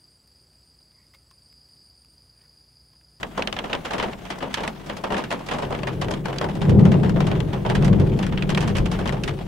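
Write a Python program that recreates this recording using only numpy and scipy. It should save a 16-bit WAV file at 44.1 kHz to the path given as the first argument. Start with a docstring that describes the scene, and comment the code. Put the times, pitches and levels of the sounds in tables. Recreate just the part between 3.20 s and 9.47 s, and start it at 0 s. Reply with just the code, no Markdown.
"""Inside a parked car, large scattered raindrops strike the glass and roof.
Each drop ticks on the pane and sets the panels drumming, as short bursts of ringing noise.
Finer rain is a flickering wash of noise, with a faint steady electronic whine.
Thunder rolls in as noise through the cabin's low modes, and the camera's gain control ducks under it."""
import sys
import numpy as np
from scipy import signal
from scipy.fft import rfft, irfft, next_fast_len
from scipy.io import wavfile
from scipy.ndimage import uniform_filter1d

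SR = 44100
rng = np.random.default_rng(int(sys.argv[2]) if len(sys.argv) > 2 else 0)


def persist_wave(psi):
    """Save psi, clipped to +-1, as 16-bit WAV."""
    counts = np.round(np.clip(psi, -1, 1) * 32767).astype(np.int16)
    wavfile.write(sys.argv[1], SR, np.atleast_2d(counts).T)


N = 276507  # length of the scene in samples


def gain_of(db):
    """Turns decibels into an amplitude factor."""
    return 10 ** (np.asarray(db) / 20)


def evened(x):
    """Scales a signal to rms 1."""
    return x / np.sqrt(np.mean(x ** 2) + 1e-20)


def left_right(db):
    """Splits a left-over-right level difference evenly between the two channels."""
    return gain_of(np.array([[0.5], [-0.5]]) * db)


def smoothed_twice(x, size):
    """Smooths by two running averages in a row."""
    return uniform_filter1d(uniform_filter1d(x, size), size)


def add(mix, start_s, sound):
    """Mixes a stereo sound in at a given time, cutting it off at the end of the mix."""
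    part = mix[:, round(start_s * SR):][:, :sound.shape[1]]
    part += sound[:, :part.shape[1]]


def noise_pair(size):
    """Spectrum of stereo noise, as alike left and right as two close microphone ports hear it."""
    # how alike the two sides are: (frequency [Hz], likeness [0 to 1])
    likeness = [(40, 1), (80, 0.99), (140, 0.97), (290, 0.7), (640, 0.28), (1410, 0.29), (3100, 0.48),
                (6820, 0.32), (15000, 0.82)]
    # which side is louder: (frequency [Hz], left over right [dB])
    side_lean = [(60, 0.5), (150, 1.5), (380, 3), (950, 4), (2380, 1.5), (5980, 1), (15000, 0.5)]
    # which side comes first: (frequency [Hz], left ahead [rad])
    side_lead = [(100, -0.26), (300, 0.34), (780, 0.014), (1380, -0.22), (2300, -0.0098), (4800, -0.004),
                 (10000, 0)]
    hz = np.fft.rfftfreq(size, 1 / SR)

    def curve(table):
        f, value = np.transpose(table)
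        return np.interp(np.log(hz + 1), np.log(f), value)

    same = np.clip(curve(likeness), 0, 1)
    left, other = rfft(rng.standard_normal((2, size)))
    shared = same * left * np.exp(-1j * curve(side_lead))
    right = shared + np.sqrt(1 - same ** 2) * other
    return hz, np.array([left, right]) * left_right(curve(side_lean))


def band(hz, spectrum, centre_hz, width_hz):
    """Noise of rms 1 through a resonance: strongest at the centre, halved half a width away."""
    return evened(irfft(spectrum / (1 + ((hz - centre_hz) / (0.5 * width_hz)) ** 2)))


def electronic_whine():
    """The camera's electronics: a faint, steady, very high sine tone."""
    whine_hz, level_db = 15625, -80
    return gain_of(level_db) * np.sin(2 * np.pi * whine_hz * np.arange(N) / SR)


def wash():
    """Far rain and small drops: noise in drifting patches, with a flicker across all bands at once."""
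    # tone colour of the far rain: (frequency [Hz], relative level per Hz [dB])
    wash_colour = [(120, -22), (200, 7), (440, -27), (647, -1.5), (950, -13.5), (1100, -10.5), (1350, -14),
                   (2170, -16.5), (2650, -19), (3300, -17.5), (4200, -24), (16000, -37.5)]
    level_db, patch_db, flicker_db = -42.5, 1.9, 4.5
    window, hop = 512, 128  # samples
    hz = np.fft.rfftfreq(window, 1 / SR)
    noise = irfft(noise_pair(size=(N // hop + 5) * hop)[1])
    z = signal.stft(noise, nperseg=window, noverlap=window - hop)[2]
    # patches are smooth over pitch and time; the flicker is quicker
    across_pitch = uniform_filter1d(rng.standard_normal(z.shape[1:]), 8, 0)
    patches = evened(uniform_filter1d(across_pitch, 20, 1))
    flicker = evened(uniform_filter1d(rng.standard_normal(z.shape[2]), 4))
    f, db = np.transpose(wash_colour)
    colour_db = np.interp(np.log(hz + 1), np.log(f), db)[:, None]
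    flicker_share = 1 / (1 + (hz[:, None] / 7000) ** 2)  # weaker in the treble
    z *= gain_of(colour_db + patch_db * patches + flicker_db * flicker * flicker_share)
    sound = signal.istft(z, nperseg=window, noverlap=window - hop)[1][:, :N]
    return gain_of(level_db) * evened(sound)


def thunder():
    """The roll drives the cabin's modes; each swells and fades by chance, partly in step with the others."""
    # course of the thunder: (time [s], roll level [dB], upper boom over roll [dB], deep swell level [dB])
    roll_course = [(0, -51, 3, -45.5), (2.25, -45, 3, -49.5), (2.43, -35, -8, -41), (2.8, -29, -9.5, -41),
                   (2.999, -33.5, -1.5, -40), (3.23, -31, -14.5, -43), (3.34, -34, 3.5, -40),
                   (3.47, -24, -1, -35), (3.505, -10, -11.5, -29), (3.57, -12.5, 0.5, -30),
                   (3.61, -12, 2.5, -30), (3.85, -19, -3, -38), (3.93, -21.5, 0.5, -31),
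                   (4.24, -23, -9, -33), (4.45, -28.5, -4.5, -35), (4.63, -19, -1.5, -27),
                   (4.68, -21, 1.5, -27), (4.72, -13, -2.5, -25), (4.77, -19, -1, -31),
                   (4.82, -13.5, -8, -36), (4.89, -21, -11, -29), (4.96, -21.5, 0.5, -33),
                   (5.03, -32, 9, -30), (5.2, -27, 1, -31), (5.55, -23, -3, -33), (5.61, -21, -9, -19),
                   (5.68, -28.5, 2, -30), (6.02, -30, -5, -35), (6.12, -27.5, -18, -40),
                   (6.27, -37.5, 2, -36)]
    # cabin modes and other ringing parts, each table: (centre [Hz], width [Hz], relative level [dB])
    boom_modes = [(97.3, 23, -6.5), (141.7, 35, 3.5)]
    upper_boom_modes = [(191, 38, 0)]
    deep_modes = [(41.2, 22, 6), (52.7, 15, -4.5)]
    rattle_modes = [(314, 49, -12), (385.5, 92, -6)]
    crackle_modes = [(516, 125, 0.5), (670, 560, -1)]
    surge_db, surge_s = 1.0, 0.039  # the roll comes in uneven lumps

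    s, roll_db, upper_db, deep_db = np.transpose(roll_course)
    # rattle and crackle follow the roll less steeply than the boom does
    over_loud_db = roll_db + 21
    rattle_db = -29.5 + 0.65 * over_loud_db
    crackle_db = -36 + 0.98 * over_loud_db
    parts = [(boom_modes, roll_db), (upper_boom_modes, roll_db + upper_db), (deep_modes, deep_db),
             (rattle_modes, rattle_db), (crackle_modes, crackle_db)]

    t = np.arange(N) / SR
    hz, z = noise_pair(size=2 * next_fast_len(N // 2 + 1))
    lump = max(int(surge_s * SR), 1)
    shared_surge = evened(smoothed_twice(rng.standard_normal(N), lump))
    out = np.zeros((2, N))
    for modes, course_db in parts:
        ring = sum(gain_of(own_db) * band(hz, z, f, width) for f, width, own_db in modes)
        ring = evened(ring)[:, :N]
        # the storm sets the roll's loudness, so the slowest chance swells are evened out
        ring = ring / np.sqrt(uniform_filter1d((ring ** 2).mean(0), size=2000) + 0.3)
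        own_surge = evened(smoothed_twice(rng.standard_normal(N), lump))
        surge = evened(own_surge + shared_surge)
        out += gain_of(np.interp(t, s, course_db) + surge_db * surge) * ring
    return out


def tick(t, hz, z, tick_hz, spray_db):
    """The snap of the blow itself: a wide crack around a short ring, over within a few milliseconds."""
    snap = band(hz, z, tick_hz, 710) + gain_of(0.5) * band(hz, z, 0.99 * tick_hz, 3960)
    hiss = gain_of(spray_db + 7.5) * band(hz, z, 6800, 8000)
    # each part peaks after this many seconds, then dies away
    u, v = np.maximum(t, 0) / 0.0014, np.maximum(t, 0) / 0.00048
    return snap * u * np.exp(1 - u) + hiss * v * np.exp(1 - v)


def drop(blow_db, tick_hz, ring_db, drum_db, spray_db, drum_hz, pan_db):
    """A tick and a knock where the drop lands, then every band rises and dies: treble first, bass last."""
    # bands of dense modes that a blow sets ringing; softness stretches or shortens the decay. 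Each table:
    # (centre [Hz], width [Hz], relative level [dB], 60 dB decay before softness [s], rise [s])
    panel_bands = [(219, 93, -10, 0.79, 0.023), (503, 426, -5, 0.36, 0.0036), (884, 496, -3.5, 0.2, 0.0069)]
    pane_bands = [(1540, 1400, -7, 0.16, 0.0047), (2967, 1200, -9.5, 0.13, 0.0034)]
    spray_bands = [(5020, 2800, -7, 0.097, 0.0037), (8040, 6200, -11.5, 0.085, 0.0024),
                   (10700, 2500, -20, 0.027, .001)]
    hz, z = noise_pair(size=8192)
    t = np.arange(8192) / SR
    soft = np.clip(gain_of(0.6 * (ring_db + 5)), 0.3, 1.3)  # a stiff spot rings weakly and briefly
    lead_s = 0.003 * soft  # through a soft panel the treble runs ahead of the blow

    ring = 0
    groups = [(panel_bands, drum_db - 6.5), (pane_bands, ring_db), (spray_bands, spray_db + ring_db + 7.0)]
    for bands, group_db in groups:
        for f, width, own_db, t60, rise in bands:
            fade = gain_of(group_db + own_db - 60 * t / (t60 * soft))
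            ring = ring + fade * (1 - np.exp(-t / rise)) * band(hz, z, f, width)
    # the splash lands unevenly
    droplets = gain_of(1.78 * evened(uniform_filter1d(rng.standard_normal(len(t)), size=120)))

    late = np.maximum(t - lead_s, 0)  # time since the blow
    knock_shape = gain_of(drum_db - 9.0 - 60 * late / 0.035) * (1 - np.exp(-late / 0.0011))
    knock = knock_shape * band(hz, z, drum_hz, 140)
    snap = gain_of(-18 - 0.23 * ring_db) * tick(late, hz, z, tick_hz, spray_db)
    fade_out = np.cos(np.pi / 2 * t / t[-1])
    return lead_s, (ring * droplets + knock + snap) * gain_of(blow_db) * left_right(pan_db) * fade_out


def loud_drops(out):
    """Adds the loud drops one by one, each knocking its own patch of panel."""
    # the loud drops; drop() balances ring, drumming and spray further from these settings:
    # (time [s], blow [dB], tick [Hz], pane ring [dB], panel drumming [dB], spray [dB], left over right [dB])
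    big_drops = [(0.0307, -12, 1800, -14, -8.5, -34, -3), (.1775, -21, 1640, -4.5, 5, -18, -3),
                 (0.2228, -12, 2940, -13.5, -15, -37, -3), (0.2737, -11.5, 2920, -12.5, -14, -26, -4.5),
                 (0.327, -14, 3000, -14, -12.5, -21, 0), (0.3656, -20, 2260, -6.5, -6.5, -41, -3),
                 (.389, -16, 3060, -10.5, -8.5, -27, -3), (0.4417, -28, 1780, -2.5, 4, -24, -3.5),
                 (0.499, -29.5, 1510, -1.5, 3.5, -24, -3), (0.5306, -13, 2760, -7.5, -5.5, -33, -3.5),
                 (0.5507, -17.5, 2850, -15, -7, -31, 0), (0.652, -24.5, 1550, -1, -2, -19, -3),
                 (0.7085, -22.5, 1710, -4, 1.5, -21, -5), (0.7356, -20.5, 1990, -4.5, 2.5, -17, -0.5),
                 (0.7827, -21.5, 1750, -4.5, -6, -17, 0), (0.7989, -17.5, 1790, -6, -4, -31, 0),
                 (.827, -18.5, 1680, -5, 0.5, -21, -2.5), (.8414, -25, 1720, -6.5, 2, -31, -2),
                 (0.8835, -35, 1680, -5, 8, -22, -3), (0.9324, -26.5, 2600, -10.5, -4.5, -30, -3),
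                 (1.053, -30.5, 2240, -7, -6, -19, -8), (1.104, -21.5, 1500, -3, -4, -17, -3),
                 (1.1877, -37, 1730, -9.5, 4, -0.5, 1), (1.2273, -24, 1790, -4.5, 5, -25, -1.5),
                 (1.3314, -33, 2280, -8, -18, -11, 0), (1.3418, -8.5, 2400, -11.5, -39, -12.5, -4),
                 (1.3734, -28.5, 1700, 4, 4, -28, -3), (1.4063, -29.5, 3330, -6, 7.5, -15, -4),
                 (1.4365, -21.5, 1800, -4, -0.5, -21, -3.5), (1.4775, -15.5, 1840, -12.5, -8, -11.5, -2),
                 (1.6623, -40, 1790, -6, 5, -3, -6), (1.698, -23.5, 1710, -3.5, 0.5, -28, -2.5),
                 (1.7687, -30.5, 1520, -5.5, -2, -7, -1), (1.8395, -22, 1570, -4, 4, -21.5, -3.5),
                 (1.9049, -21, 1500, -8.5, 4, -29, 0), (1.9224, -22, 1500, -5, 6, -20, -3),
                 (1.944, -20, 1780, -10, -8, -20, 3), (1.967, -19, 2210, -8, -3, -28, -4),
                 (1.9801, -21.5, 1800, -2.5, 3, -16.5, -3), (2.0393, -20.5, 2000, -8.5, -17, -20, -1),
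                 (2.1061, -24, 2510, -5, 0, -16.5, -4), (2.1137, -19.5, 2210, -5, 0.5, -21, -3),
                 (2.1257, -16, 1770, -11.5, -7, -15, -1), (2.1932, -39, 1500, -2, 10.5, -13, -3),
                 (2.2657, -37, 1500, -1.5, 4, -7, -3), (2.2876, -18, 2260, -8, -10, -24, -5.5),
                 (2.3142, -21.5, 1520, -1.5, 4.5, -21, -3), (2.3367, -24, 1770, -5.5, 3, -14, -1),
                 (2.386, -26, 1560, -4, 5, -16, -1.5), (2.4236, -33, 2890, 4.5, 13, -19, -2.5),
                 (2.5065, -35, 1670, -5, 15, -11, -2.5), (2.525, -26, 1810, -3.5, 6, -25, -3.5),
                 (2.5495, -18.5, 1880, -9.5, -13, -34, -2), (2.59, -30, 2200, -6, -12, -20, 3),
                 (2.633, -18.5, 2440, -11.5, -6, -27, 3), (2.6719, -18.5, 1980, -4.5, -4, -24, -3),
                 (2.816, -22, 1750, -3, 0.5, -16, -2.5), (2.8447, -28, 3250, -9.5, -1, -21, -1),
                 (2.8841, -22, 2210, -14.5, 3, -23, -2), (2.9097, -24.5, 1910, -5, 4, -8, -1),
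                 (2.9384, -21, 3080, -9.5, -13, -18, -4), (3.057, -18, 1790, -8.5, -6.5, -20, 0),
                 (3.0839, -29, 1520, -4, 7.5, -19, -3), (3.1292, -31, 1570, -2, 4.5, -21, -3),
                 (3.1602, -33.5, 1630, -3, -2, -16, -3), (3.1843, -15, 4600, -12.5, -22, -35, -3),
                 (3.2136, -21.5, 1570, -5.5, 6, -19, -3.5), (3.243, -19.5, 1630, -11, 2.5, -19, -1),
                 (3.2878, -29.5, 1810, -3.5, 3.5, -25, -2), (3.3533, -33.5, 1640, -4, 4.5, -12, -2),
                 (3.417, -27, 3240, -2.5, 3.5, -17, -1), (3.4525, -26, 1550, -12.5, 0, -22, -2),
                 (3.495, -23.5, 1760, -5.5, -12, -13.5, -3), (3.5945, -28.5, 1870, -5.5, 5.5, -16, -1),
                 (3.6536, -19.5, 1650, -6, 2, -18, -0.5), (3.7188, -21, 1920, -3.5, -.5, -20, -1),
                 (3.7414, -28.5, 2750, -8, 7.5, -22, 3), (3.8331, -25, 1620, -2.5, 4.5, -22, 0.5),
                 (3.8614, -34, 1650, -3.5, 2, -19, -1), (3.895, -21.5, 1540, -11.5, -8, -12, 0),
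                 (3.9616, -26, 1560, -8, 8.5, -37, -4), (4.0049, -15, 1740, -8.5, -6, -20, 0),
                 (4.0697, -28, 3400, -2, 4, -14.5, -1.5), (4.115, -21, 2400, -6, -0.5, -33, -2),
                 (4.2037, -18, 2800, -14.5, -11, -18, 4), (4.333, -26, 2600, -3.5, 4.5, -23, -3.5),
                 (4.4509, -28, 2220, -6, 11, -39, -3), (4.4631, -26.5, 3070, -4.5, 2.5, -22, -6),
                 (4.4934, -26.5, 1740, -5, -2, -27, 6), (4.4997, -16, 1640, -7.5, -0.5, -20, -3),
                 (4.5518, -16, 1700, -5.5, -8.5, -17.5, -5), (4.6247, -25, 1640, -5, 2, -20, -4),
                 (4.6473, -22, 1700, -4.5, 0, -9.5, -3.5), (4.6795, -20.5, 1960, -11.5, -4, -16, -3),
                 (4.7294, -22.5, 1560, -6, -8, -29, -2.5), (4.799, -29.5, 1590, -1, -6, -18, -3),
                 (4.9902, -22.5, 2420, -10, 3, -11, -5), (5.0283, -23, 2400, -3.5, -8, -19, -1),
                 (5.0667, -23.5, 1580, -8, -25, -14, 0), (5.1252, -23.5, 1580, -6.5, -3, -38, -5),
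                 (5.1754, -19.5, 2560, -6, -20, -39, -1), (5.224, -15.5, 2500, -11, -13, -34, -4),
                 (5.2931, -21.5, 3080, -4, -1.5, -16, 0.5), (5.302, -18, 1620, -7.5, -14, -13.5, -1),
                 (5.3484, -14, 3140, -12, -19, -20, -2), (5.3747, -14.5, 2340, -7, -7, -22, -5),
                 (5.4071, -26.5, 3160, -3.5, 0, -10, -4), (5.4259, -22.5, 1500, -3.5, 0, -18, -2.5),
                 (5.4779, -24, 1710, -2, 0.5, -13.5, -3), (5.5536, -23.5, 2620, -1.5, -9, -22, -5),
                 (5.5684, -24.5, 2540, -5.5, 0, -6, -3), (5.5844, -21.5, 2680, -11, -2.5, -8, 2),
                 (5.6581, -21, 2830, -7.5, -5, -15, -3), (5.7164, -25, 1560, -4, 2, -11.5, -3),
                 (5.7392, -35.5, 1750, 4.5, -5, -20, -1), (5.7902, -28.5, 1490, -1.5, 6, -18, -3),
                 (5.8575, -23.5, 1570, -5.5, 2, -21, -1), (5.876, -20, 3040, -6.5, -14, -15.5, -4),
                 (5.893, -15.5, 1900, -14.5, -11, -24, 7), (5.9257, -25, 1750, -5.5, 7, -14.5, -3),
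                 (6.0369, -17.5, 2560, -9, -36, -11.5, -4.5), (6.0783, -18, 1930, -5, -8, -19, -1)]
    low_hz, high_hz = 517, 906  # range of the panel patches
    for s, *row, pan_db in big_drops:
        drum_hz = low_hz * (high_hz / low_hz) ** rng.random()
        lead_s, sound = drop(*row, drum_hz, pan_db)
        add(out, s - lead_s - 0.0006, sound)


def small_drops(out):
    """Adds a patter of small drops of a dozen kinds, falling by chance."""
    kinds, per_s, base_db, spread_db = 12, 40, -46, 3.5
    falls = rng.random(N) < per_s / SR
    size = gain_of(spread_db * np.minimum(rng.exponential(1, N), 4)) * falls
    kind = rng.integers(0, kinds, N)
    for k, chances in enumerate(rng.uniform(-1, 1, (kinds, 6))):
        tone, ring, drum, spray, pan, patch = chances
        sound = drop(base_db, tick_hz=2600 + 700 * tone, ring_db=-6 + 4 * ring, drum_db=-3.5 + 5 * drum,
                     spray_db=-34.5 + 5 * spray, drum_hz=700 + 200 * patch, pan_db=4 * pan)[1]
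        for at in np.flatnonzero(size * (kind == k)):
            add(out, at / SR, size[at] * sound)


def rain():
    """Loud and small drops together; the cabin lining soaks up the top of each splash."""
    out = np.zeros((2, N))
    loud_drops(out)
    small_drops(out)
    dull_hz = 10550
    return signal.sosfilt(signal.butter(N=2, Wn=dull_hz, fs=SR, output="sos"), out)


def scene():
    """Whine, wash, thunder and drops together."""
    return electronic_whine() + wash() + thunder() + rain()


def record(dry):
    """Gain control ducks under the loudest sounds and the very tops clip; then the treble is cut off."""
    threshold_db, recovery_db_per_s, duck_share = -14.5, 28.0, 0.23
    clip_db, edge_hz = -1.0, 15900
    power_db = 10 * np.log10(abs(uniform_filter1d((dry ** 2).mean(0), size=2000)) + 1e-12)
    # the held level jumps up with each peak, then falls steadily
    fall = np.arange(N) * recovery_db_per_s / SR
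    held_db = np.maximum.accumulate(power_db + fall) - fall
    over_db = np.maximum(held_db - threshold_db, 0)
    ducked = dry / gain_of(duck_share * uniform_filter1d(over_db, size=1000))
    clipped = np.clip(ducked, -gain_of(clip_db), gain_of(clip_db))
    low_pass = signal.firwin(511, edge_hz, window=("kaiser", 9), fs=SR)
    return signal.oaconvolve(clipped, low_pass[None], "same")


dry = scene()
out = record(dry)
persist_wave(out)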